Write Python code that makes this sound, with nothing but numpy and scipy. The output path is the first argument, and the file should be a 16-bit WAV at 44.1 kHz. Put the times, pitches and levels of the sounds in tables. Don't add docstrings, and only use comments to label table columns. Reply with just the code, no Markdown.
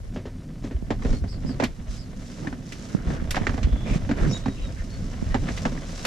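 import sys
import numpy as np
from scipy import signal
from scipy.fft import rfft, irfft, next_fast_len
from scipy.io import wavfile

SR = 44100
rng = np.random.default_rng(int(sys.argv[2]) if len(sys.argv) > 2 else 0)


def dump_mix(stems):
    frames = np.atleast_2d(stems).T
    limited = np.clip(frames, -1, 1)
    pcm = np.round(limited * 32767).astype(np.int16)
    wavfile.write(sys.argv[1], SR, pcm)


N = 267422

# start in seconds, level in dB.
CHIRP_STARTS = [(1.275, -47), (1.455, -47.5), (1.965, -50)]
# time from its start in seconds, pitch in Hz, level in dB.
CHIRP_COURSE = [(0, 4580, -4), (0.021, 5160, -0.5), (.05, 4780, 1), (0.1, 4270, -16.5)]
# start in seconds, level in dB, left-right dB.
CASE_JOLTS = [(0.825,-26.5,-12), (1.449,-21.5,-7), (2.949,-13.5,-9), (3.223,-23.5,-11), (3.413,-19.5,-8),
              (3.672,-21.5,-6), (4.225,-23,-4), (4.264,-19.5,-5), (5.225,-20.5,-7.5)]
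# frequency in Hz, level in dB per Hz.
BODYWORK_SPECTRUM = [(70, -4.5), (190, 8), (450, -11.5), (1500, -37.5), (5000, -56)]
# start in seconds, rasp level in dB, top treble level in dB.
SEAM_SNAPS = [(1.637,-16,-34.5), (2.721,-26.5,-44), (3.307,-18.5,-26), (3.356,-21,-44), (3.630,-21,-55),
              (5.574,-24,-47), (6.05,-15.5,-29.5)]
# start in seconds, length in seconds, mid pitch in Hz, level in dB,
# glide over the squeak in Hz, width in Hz.
LEATHER_SQUEAKS = [(1.11, 0.096, 4350, -54.5, 7, 190), (3.65, 0.36, 3460, -55, 160, 250),
                   (4.295, 0.05, 5520, -42, -200, 800), (4.308, 0.07, 6886, -47.5, 0, 90),
                   (4.324, 0.055, 3806, -39, 0, 99), (4.34, 0.24, 3806, -57, 7, 45),
                   (4.606, 0.091, 3810, -54, -260, 110), (4.895, 0.1, 4400, -57.5, -30.5, 70),
                   (5.295, 0.05, 1880, -49, 33, 190)]
# start in seconds, length in seconds, rasp level in dB, rasp pitch in Hz,
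# groan level in dB, left-right dB of the groan.
SEAM_SCRAPES = [(2.416, 0.08, -42.5, 600, -37.5, -6.5), (2.87, 0.18, -48, 1470, -42.5, -11),
                (3.065, 0.2, -45, 1430, -40, 14), (3.841, 0.14, -41.5, 2350, -37.5, -1),
                (4.156, 0.14, -38, 1530, -31, -12), (4.552, 0.12, -49.5, 2780, -48, 34),
                (4.759, 0.078, -46.5, 1830, -62, -5)]
# start in seconds, level in dB, pitch in Hz.
FLOOR_THUDS = [(0.744,-11,60), (1.045,-12.5,53.4), (1.091,-9.5,33.2), (1.214,-13,68.7), (1.877,-19,44.3),
               (3.065,-12,57.6), (3.638,-6,57), (3.715,-9,45.6), (3.902,-10.5,39.7), (3.957,-6.5,163.5),
               (4.209,-8.5,40), (5.387,-16.5,79), (5.509,-20,56), (5.671,-16,150)]
# start in seconds, clack level in dB, body level in dB,
# ring of the struck spot in Hz, left-right dB.
FRAME_KNOCKS = [(0.160,-30.5,-33,402,4), (0.254,-33,-36,448,8), (0.639,-35,-28.5,380,0),
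                (0.71,-36,-31.5,420,0), (0.904,-21.5,-23,664,0), (1.021,-31.5,-54,1320,-2),
                (1.048,-29,-24.5,430,-1.5), (1.127,-32.5,-23.5,510,-1), (1.238,-35.5,-28.5,750,-3),
                (1.49,-37.5,-24.5,670,-4), (1.599,-18,-26,734,-6.5), (1.624,-22.5,-21,630,0),
                (1.635,-22.5,-23,1000,-4), (2.471,-25.5,-26.5,1560,1), (2.526,-31.5,-33.5,1450,-2),
                (3.074,-35,-32,520,17), (3.103,-32,-26.5,940,26), (3.345,-20,-51,1750,-8),
                (3.366,-17,-29.5,910,-1), (3.468,-13.5,-29.5,1840,-7.5), (3.493,-24,-27.5,1380,-10),
                (3.541,-30,-27,1800,-7), (3.577,-29.5,-31,685,-5), (4.091,-27,-21,443,-2.5),
                (4.111,-22.5,-20,1260,2), (4.458,-25.5,-21.5,940,-5.5), (4.481,-30,-22.5,950,0),
                (5.343,-18,-20,796,-2), (5.487,-23,-30.5,1760,-3), (5.652,-17.5,-21,880,-2.5),
                (5.775,-33,-33.5,1730,-2), (6.050,-20.5,-75,1540,-7.5)]
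# mean pitch in Hz, level in dB, t60 in seconds.
FRAME_MODES = [(125.7, -3, 0.096), (225.6, -1, 0.099), (270, 2.5, 0.081), (376, -15.5, 0.18)]
# time in seconds, level in dB.
ROCKING_CURVE = [(0.0, -39), (0.47, -43.5), (0.99, -35), (2.85, -49.5), (3.16, -39), (3.78, -32),
                 (4.75, -38.5), (5.25, -35.5), (5.89, -40.5), (6.06, -44.5)]
# time in seconds, level in dB.
WEIGHT_CURVE = [(0.0, -45), (0.54, -40), (1.01, -41), (2.26, -39.5), (2.95, -38), (3.12, -35.5),
                (4.14, -32), (4.27, -24), (4.51, -42.5), (5.05, -38.5), (5.55, -34), (6.06, -37)]
# start in seconds, length in seconds, body level in dB, rub level in dB.
HAND_STROKES = [(0.11, 0.12, -36, -53.5), (0.618, 0.076, -35.5, -47.5), (0.976, 0.22, -30, -47),
                (1.388, 0.24, -32.5, -50.5), (3.051, 0.13, -37.5, -41), (3.293, 0.37, -55, -45),
                (3.851, 0.14, -29, -38), (4.159, 0.13, -39, -39.5), (5.406, 0.14, -30, -44)]
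# start in seconds, length in seconds, level in dB.
SLEEVE_SWEEPS = [(0.135, 0.029, -56), (1.004, 0.21, -54), (1.868, 0.13, -52.5), (2.137, 0.42, -55.5),
                 (2.64, 0.37, -53.5), (3.918, 0.07, -48.5), (4.246, 0.18, -49.5), (5.39, 0.32, -50.5),
                 (5.868, 0.47, -47.5)]
# time in seconds, left-right dB.
LEATHER_PLACE = [(0.0, 2.5), (1.45, 0), (2.4, -1), (3.1, -2), (3.58, -7), (3.92, -2), (4.24, -5), (4.5, 0)]
# frequency in Hz, level in dB per Hz.
RUMBLE_SPECTRUM = [(12, -14), (30, 2), (60, -6), (100, -6), (160, -23.5), (300, -43)]
CUSHION_SPECTRUM = [(60, -28), (110, -1.5), (160, 1.5), (250, -1.5), (330, -12), (480, -22), (900, -37)]
LEATHER_SPECTRUM = [(200, -11.5), (420, 5), (650, 4.5), (1100, -3.5), (1350, -3.5), (1800, -4.5),
                    (2600, -10.5), (4000, -15.5), (8000, -68)]
SLEEVE_SPECTRUM = [(1200, 3.5), (2800, 1), (4300, 2.5), (6000, 4.5), (7500, 0.5), (8500, -5), (11000, -14),
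                   (13000, -29), (15500, -14)]
CLACK_SPECTRUM = [(150, -38), (350, 5), (750, 0.5), (1100, -3), (1350, -7.5), (1800, -1.5), (2500, -12),
                  (4000, -37), (9000, -89)]
CRACK_SPECTRUM = [(900, 2.5), (2000, 11), (3300, 6.5), (5500, 1), (7500, -4), (9000, -19), (15000, -41)]
TREBLE_SPECTRUM = [(5000, 3.5), (9000, -1), (12000, -5), (15500, -20)]
# frequency in Hz, likeness from 0 to 1.
PORT_LIKENESS = [(60, 0.84), (260, 0.95), (800, 0.38), (1250, 0.42), (1700, 0.27), (4200, 0.62),
                 (6800, 0.039)]
# frequency in Hz, left lead in radians.
PORT_LEAD = [(400, 0), (650, .4), (900, 2.0), (1200, 1.3), (2100, 1.2), (3300, .1)]
# frequency in Hz, left-right dB.
PORT_LEVEL = [(40, -2), (150, -1), (600, -1.5), (1300, 0.5), (4400, 0), (8000, -2.5)]
# time in seconds, side level in dB.
SIDE_LEVEL = [(0.08, 2), (0.15, -45), (0.42, -37), (0.55, -13), (0.85, -1.5)]

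CABIN_T60_S = 0.14
STOPBAND_EDGE_HZ = 15900
MODE_PHASE_RADIANS = 0.2
DIRECT_SHARE = 0.1
CRACK_DB, CRACK_DB_PER_OCTAVE = -15, 0.5
CHATTER_DB, CHATTER_DB_PER_OCTAVE, CHATTER_T60_S = -39.5, 12.5, 0.86
RASP_WIDTH_HZ, GROAN_HZ, GROAN_WIDTH_HZ, TIGHTEN_OCTAVES = 870, 313, 260, 0.082
DRAG_DB, DRAG_FOLLOWS = -53.5, 0.68
BRUSH_DB, BRUSH_FOLLOWS = -69, 0.041
DRAG_DB_PER_S, BRUSH_DB_PER_S = 0.97, 2.5
CUFF_DB = -12.5
LUMP_DB, BUMP_DB, LUMP_CORNER_HZ = 3, 2, 7.1
CATCH_DB, CATCH_CORNER_HZ = -0.5, 14.4

T = np.arange(N) / SR
T_SHORT = T[:SR // 4]
PADDED = next_fast_len(N + 8192) // 2 * 2
FREQS_HZ = np.arange(PADDED // 2 + 1) * SR / PADDED
LEFT_RIGHT = np.array([[1], [-1]])


def from_db(db):
    return 10 ** (np.asarray(db) / 20)


def rms_one(x):
    return x / np.sqrt(np.mean(x ** 2) + 1e-20)


def over_hz(points):
    hz, value = np.transpose(points)
    return np.interp(np.log(FREQS_HZ + 1), np.log(hz), value)


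def in_time(rows):
    s, *columns = np.transpose(rows)
    return [np.interp(T, s, column) for column in columns]


def coloured(x, spectrum):
    low_hz, low_db = spectrum[0]
    high_hz, high_db = spectrum[-1]
    points = [(low_hz / 4, low_db - 30), *spectrum, (high_hz * 4, high_db - 30)]
    gain = rms_one(from_db(over_hz(points)))
    cepstrum = irfft(np.log(gain))[:PADDED // 2]
    cepstrum[1:] *= 2
    response = np.exp(rfft(cepstrum, PADDED))
    return irfft(rfft(x, PADDED) * response)[..., :N]


def in_cabin(x, spectrum):
    left, right = coloured(x, spectrum)
    alike = np.clip(over_hz(PORT_LIKENESS), 0, 1)
    mid = rfft(left + right, PADDED) * np.sqrt(1 + alike)
    side = rfft(left - right, PADDED) * np.sqrt(1 - alike)
    return irfft(mid + LEFT_RIGHT * side)[:, :N] / 2


def panned(db):
    gains = from_db(LEFT_RIGHT * db / 2)
    return gains / np.sqrt(np.mean(gains ** 2, axis=0))


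def add(out, s, sound):
    i = int(np.clip(s * SR, 0, N - 1))
    out[..., i:i + sound.shape[-1]] += sound[..., :N - i]


def arch(length_s, roundness=1.27):
    return np.abs(np.sin(np.linspace(0, np.pi, int(length_s * SR)))) ** roundness


def drift(corner_hz):
    r = np.exp(-80 * np.pi * corner_hz / SR)
    noise = rng.standard_normal(N // 40 + 2002)
    slow = signal.lfilter([1], [1, -2 * r, r * r], noise)[2000:]
    return np.interp(np.arange(N) / 40, np.arange(len(slow)), rms_one(slow))


def stereo_noise(size=N):
    return rng.standard_normal((2, size))


def burst(t60_s, rise_s, tail_db):
    t = T_SHORT
    decay = from_db(-60 * t / abs(t60_s)) + from_db(tail_db - 60 * t / CABIN_T60_S)
    return stereo_noise(size=len(t)) * decay * (1 - np.exp(-t / rise_s))


def struck(reflections):
    share = np.clip(DIRECT_SHARE, 0, 1)
    out = reflections * np.sqrt(1 - share)
    out[:, SR // 1000] += np.sqrt(share * np.sum(reflections ** 2) / 2)
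    return out


def friction(slips_per_s, spread_db, grain_share):
    sizes = from_db(spread_db * np.minimum(rng.exponential(1, N), 3.5)) * rng.choice([-1, 1], N)
    slips = sizes * (rng.random(N) < slips_per_s / SR)
    spot = rng.choice(4, N)
    grains = np.zeros((2, N))
    for k in range(4):
        smear = burst(0.021, 0.00034, -7.0)
        grains += signal.oaconvolve([slips * (spot == k)], smear, axes=1)[:, :N]
    share = np.clip(grain_share, 0, 1)
    return np.sqrt(share) * rms_one(grains) + np.sqrt(1 - share) * stereo_noise()


def stick_slip(slips_per_s, uneven_db, fade):
    rate_hz = slips_per_s * from_db(uneven_db * drift(25))
    cycle = np.cumsum(rate_hz) / SR % 1
    return stereo_noise() * np.exp(-fade * cycle)


def gliding_ring(x, hz, width_hz):
    turn = np.exp(2j * np.pi * np.cumsum(hz) / SR)
    r = np.exp(-np.pi * abs(width_hz) / SR)
    ring = signal.lfilter([1], [1, -2 * r, r * r], x / turn) * turn
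    return rms_one(ring.real)


def wavering_tone(hz, width_hz):
    wander = np.cumsum(stereo_noise(size=len(hz)), axis=1) * np.sqrt(2 * np.pi * abs(width_hz) / SR)
    wander = signal.sosfilt(signal.butter(2, 500, fs=SR, output="sos"), wander)
    return np.sqrt(2) * np.sin(2 * np.pi * np.cumsum(hz) / SR + wander)


def bird(upper_ratio=1.58, upper_db=-13):
    out = np.zeros((2, N))
    at_s, hz, shape_db = np.transpose(CHIRP_COURSE)
    t = T[:int(at_s[-1] * SR)]
    pitch_hz = np.interp(t, at_s, hz)
    shape = from_db(np.interp(t, at_s, shape_db))
    for s, db in CHIRP_STARTS:
        lower = wavering_tone(pitch_hz, width_hz=380)
        upper = from_db(upper_db) * wavering_tone(pitch_hz * upper_ratio, width_hz=660)
        add(out, s, from_db(db) * shape * (lower + upper))
    yard = burst(0.076, 0.00028, -14)
    yard /= np.sqrt(np.sum(yard ** 2) / 2)
    return signal.fftconvolve(out, yard, axes=1)[:, :N]


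def jolts():
    force = np.zeros((2, N))
    for s, db, pan_db in CASE_JOLTS:
        add(force, s, panned(pan_db) * from_db(db) * np.sqrt(SR / 100))
    return LEFT_RIGHT * coloured(force, BODYWORK_SPECTRUM)


def snaps():
    rasp, top = np.zeros((2, 2, N))
    for s, db, top_db in SEAM_SNAPS:
        add(rasp, s, from_db(db - 10.5) * burst(0.058, 0.00085, -5.0))
        add(top, s, from_db(top_db + 6.5) * burst(0.028, 0.0038, -16.5))
    return in_cabin(rasp, CRACK_SPECTRUM) + in_cabin(top, TREBLE_SPECTRUM)


def chatter():
    shake = np.zeros(N)
    for s, clack_db, _, hz, _ in FRAME_KNOCKS:
        start_db = clack_db + CHATTER_DB + CHATTER_DB_PER_OCTAVE * np.log2(hz / 800)
        add(shake, s, from_db(start_db - 60 * T[:SR] / CHATTER_T60_S))
    ticks = friction(slips_per_s=64, spread_db=7.5, grain_share=0.93)
    return in_cabin(ticks * shake, CLACK_SPECTRUM)


def squeaks(clean_below_hz=190, line_narrowing=0.12):
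    out = np.zeros((2, N))
    slips = stick_slip(slips_per_s=140, uneven_db=4.5, fade=1.3)
    for s, length_s, hz, db, glide_hz, width_hz in LEATHER_SQUEAKS:
        swell = arch(length_s, roundness=0.59)
        pitch_hz = hz + glide_hz * np.linspace(-.5, .5, len(swell))
        drive = slips[:, int(s * SR):][:, :len(swell)]
        clean = np.exp(-(width_hz / clean_below_hz) ** 2)
        hoarse = gliding_ring(drive, pitch_hz, width_hz)
        tone = wavering_tone(pitch_hz, width_hz * line_narrowing)
        add(out, s, from_db(db + 3.5) * swell * (np.sqrt(clean) * tone + np.sqrt(1 - clean) * hoarse))
    return out


def scrapes():
    out = np.zeros((2, N))
    slips = stick_slip(slips_per_s=110, uneven_db=5.0, fade=1.44) * from_db(1.9 * drift(57))
    for s, length_s, rasp_db, hz, groan_db, pan_db in SEAM_SCRAPES:
        swell = arch(length_s, roundness=0.49)
        drive = slips[:, int(s * SR):][:, :len(swell)]
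        tight = 2 ** (TIGHTEN_OCTAVES * np.linspace(-.5, .5, len(swell)))
        rasp = from_db(rasp_db) * gliding_ring(drive, hz * tight, RASP_WIDTH_HZ)
        groan = from_db(groan_db) * gliding_ring(drive, GROAN_HZ * tight, GROAN_WIDTH_HZ)
        add(out, s, swell * (rasp + panned(pan_db) * groan))
    return out


def thuds(swell_cycles=0.77, spread_radians=0.41):
    out = np.zeros((2, N))
    for s, db, hz in FLOOR_THUDS:
        cycles = hz * T_SHORT
        swell = cycles / swell_cycles
        envelope = (swell * np.exp(1 - swell)) ** 2
        phase = 2 * np.pi * cycles + spread_radians * LEFT_RIGHT * rng.choice([-1, 1])
        add(out, s, from_db(db - 4.0) * envelope * np.sin(phase))
    return out


def knocks(spot_q=1.24, spot_db=8.0):
    clack, crack, body = np.zeros((3, 2, N))
    t = T_SHORT
    for s, clack_db, body_db, hz, pan_db in FRAME_KNOCKS:
        crack_db = clack_db + CRACK_DB + CRACK_DB_PER_OCTAVE * np.log2(hz / 800)
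        sides = panned(pan_db)
        t60_s = 0.084 * (800 / hz) ** 1.22
        blow = struck(burst(t60_s, 0.000057, -14.5))
        spot = signal.lfilter(*signal.iirpeak(hz, spot_q, fs=SR), blow)
        spot = rms_one(spot) * blow.std() * np.sqrt(np.pi * hz / spot_q / SR)
        add(clack, s, sides * from_db(clack_db - 10.0) * (blow + from_db(spot_db) * spot))
        add(crack, s, sides * from_db(crack_db) * burst(t60_s, 0.00082, -8.0))
        rise = 1 - np.exp(-t / 0.0051)
        for k, (mode_hz, mode_db, mode_t60_s) in enumerate(FRAME_MODES):
            detuned_hz = mode_hz * rng.normal(1, 0.045)
            phase = 2 * np.pi * detuned_hz * t + MODE_PHASE_RADIANS * LEFT_RIGHT * rng.choice([-1, 1])
            decay = from_db(body_db + 5 + mode_db - 60 * t / mode_t60_s)
            add(body, s, sides * decay * np.sin(phase) * rise * (-1) ** k)
    return in_cabin(clack, CLACK_SPECTRUM) + in_cabin(crack, CRACK_SPECTRUM) + body


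def contact_levels():
    weight_db, = in_time(WEIGHT_CURVE)
    lean_db = weight_db - weight_db.mean()
    flex_db = weight_db - 1.0 + LUMP_DB * drift(LUMP_CORNER_HZ)
    drag_db = DRAG_DB + DRAG_FOLLOWS * lean_db + DRAG_DB_PER_S * T + CATCH_DB * drift(CATCH_CORNER_HZ)
    brush_db = BRUSH_DB + BRUSH_FOLLOWS * lean_db + BRUSH_DB_PER_S * T
    power = from_db([flex_db, drag_db, brush_db]) ** 2
    for s, length_s, body_db, rub_db in HAND_STROKES:
        stroke_db = [[body_db], [rub_db], [rub_db + CUFF_DB]]
        add(power, s, from_db(stroke_db) ** 2 * arch(length_s))
    for s, length_s, db in SLEEVE_SWEEPS:
        add(power[2], s, from_db(db) ** 2 * arch(length_s))
    return np.sqrt(power)


def handling():
    flex, drag, brush = contact_levels()
    rocking_db, = in_time(ROCKING_CURVE)
    bumpy_db = rocking_db + 6 + BUMP_DB * drift(LUMP_CORNER_HZ)
    rumble = in_cabin(stereo_noise() * from_db(bumpy_db), RUMBLE_SPECTRUM)
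    body = in_cabin(stereo_noise() * flex * from_db(0.5), CUSHION_SPECTRUM)
    hide_slips = friction(slips_per_s=330, spread_db=5.0, grain_share=0.76)
    rub = in_cabin(hide_slips * drag * from_db(2.5), LEATHER_SPECTRUM)
    cloth_slips = friction(slips_per_s=500, spread_db=4.0, grain_share=0.63)
    swish = in_cabin(cloth_slips * brush * from_db(5.0), SLEEVE_SPECTRUM)
    fibres = in_cabin(stereo_noise() * from_db(-64), TREBLE_SPECTRUM)
    place_db, = in_time(LEATHER_PLACE)
    return rumble + panned(place_db) * (body + rub) + swish + fibres


def scene():
    background = bird() + jolts() + snaps() + chatter()
    return background + squeaks() + scrapes() + thuds() + knocks() + handling()


def record(dry):
    half = from_db(over_hz(PORT_LEVEL) / 2) * np.exp(.5j * over_hz(PORT_LEAD))
    left, right = irfft(rfft(dry, PADDED) * np.array([half, 1 / half]))[:, :N]
    side_db, = in_time(SIDE_LEVEL)
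    ports = (left + right + LEFT_RIGHT * from_db(side_db) * (left - right)) / 2
    top_cut = signal.cheby2(16, 70, STOPBAND_EDGE_HZ, fs=SR, output="sos")
    return signal.sosfilt(top_cut, ports)


dry = scene()
out = record(dry)
dump_mix(out)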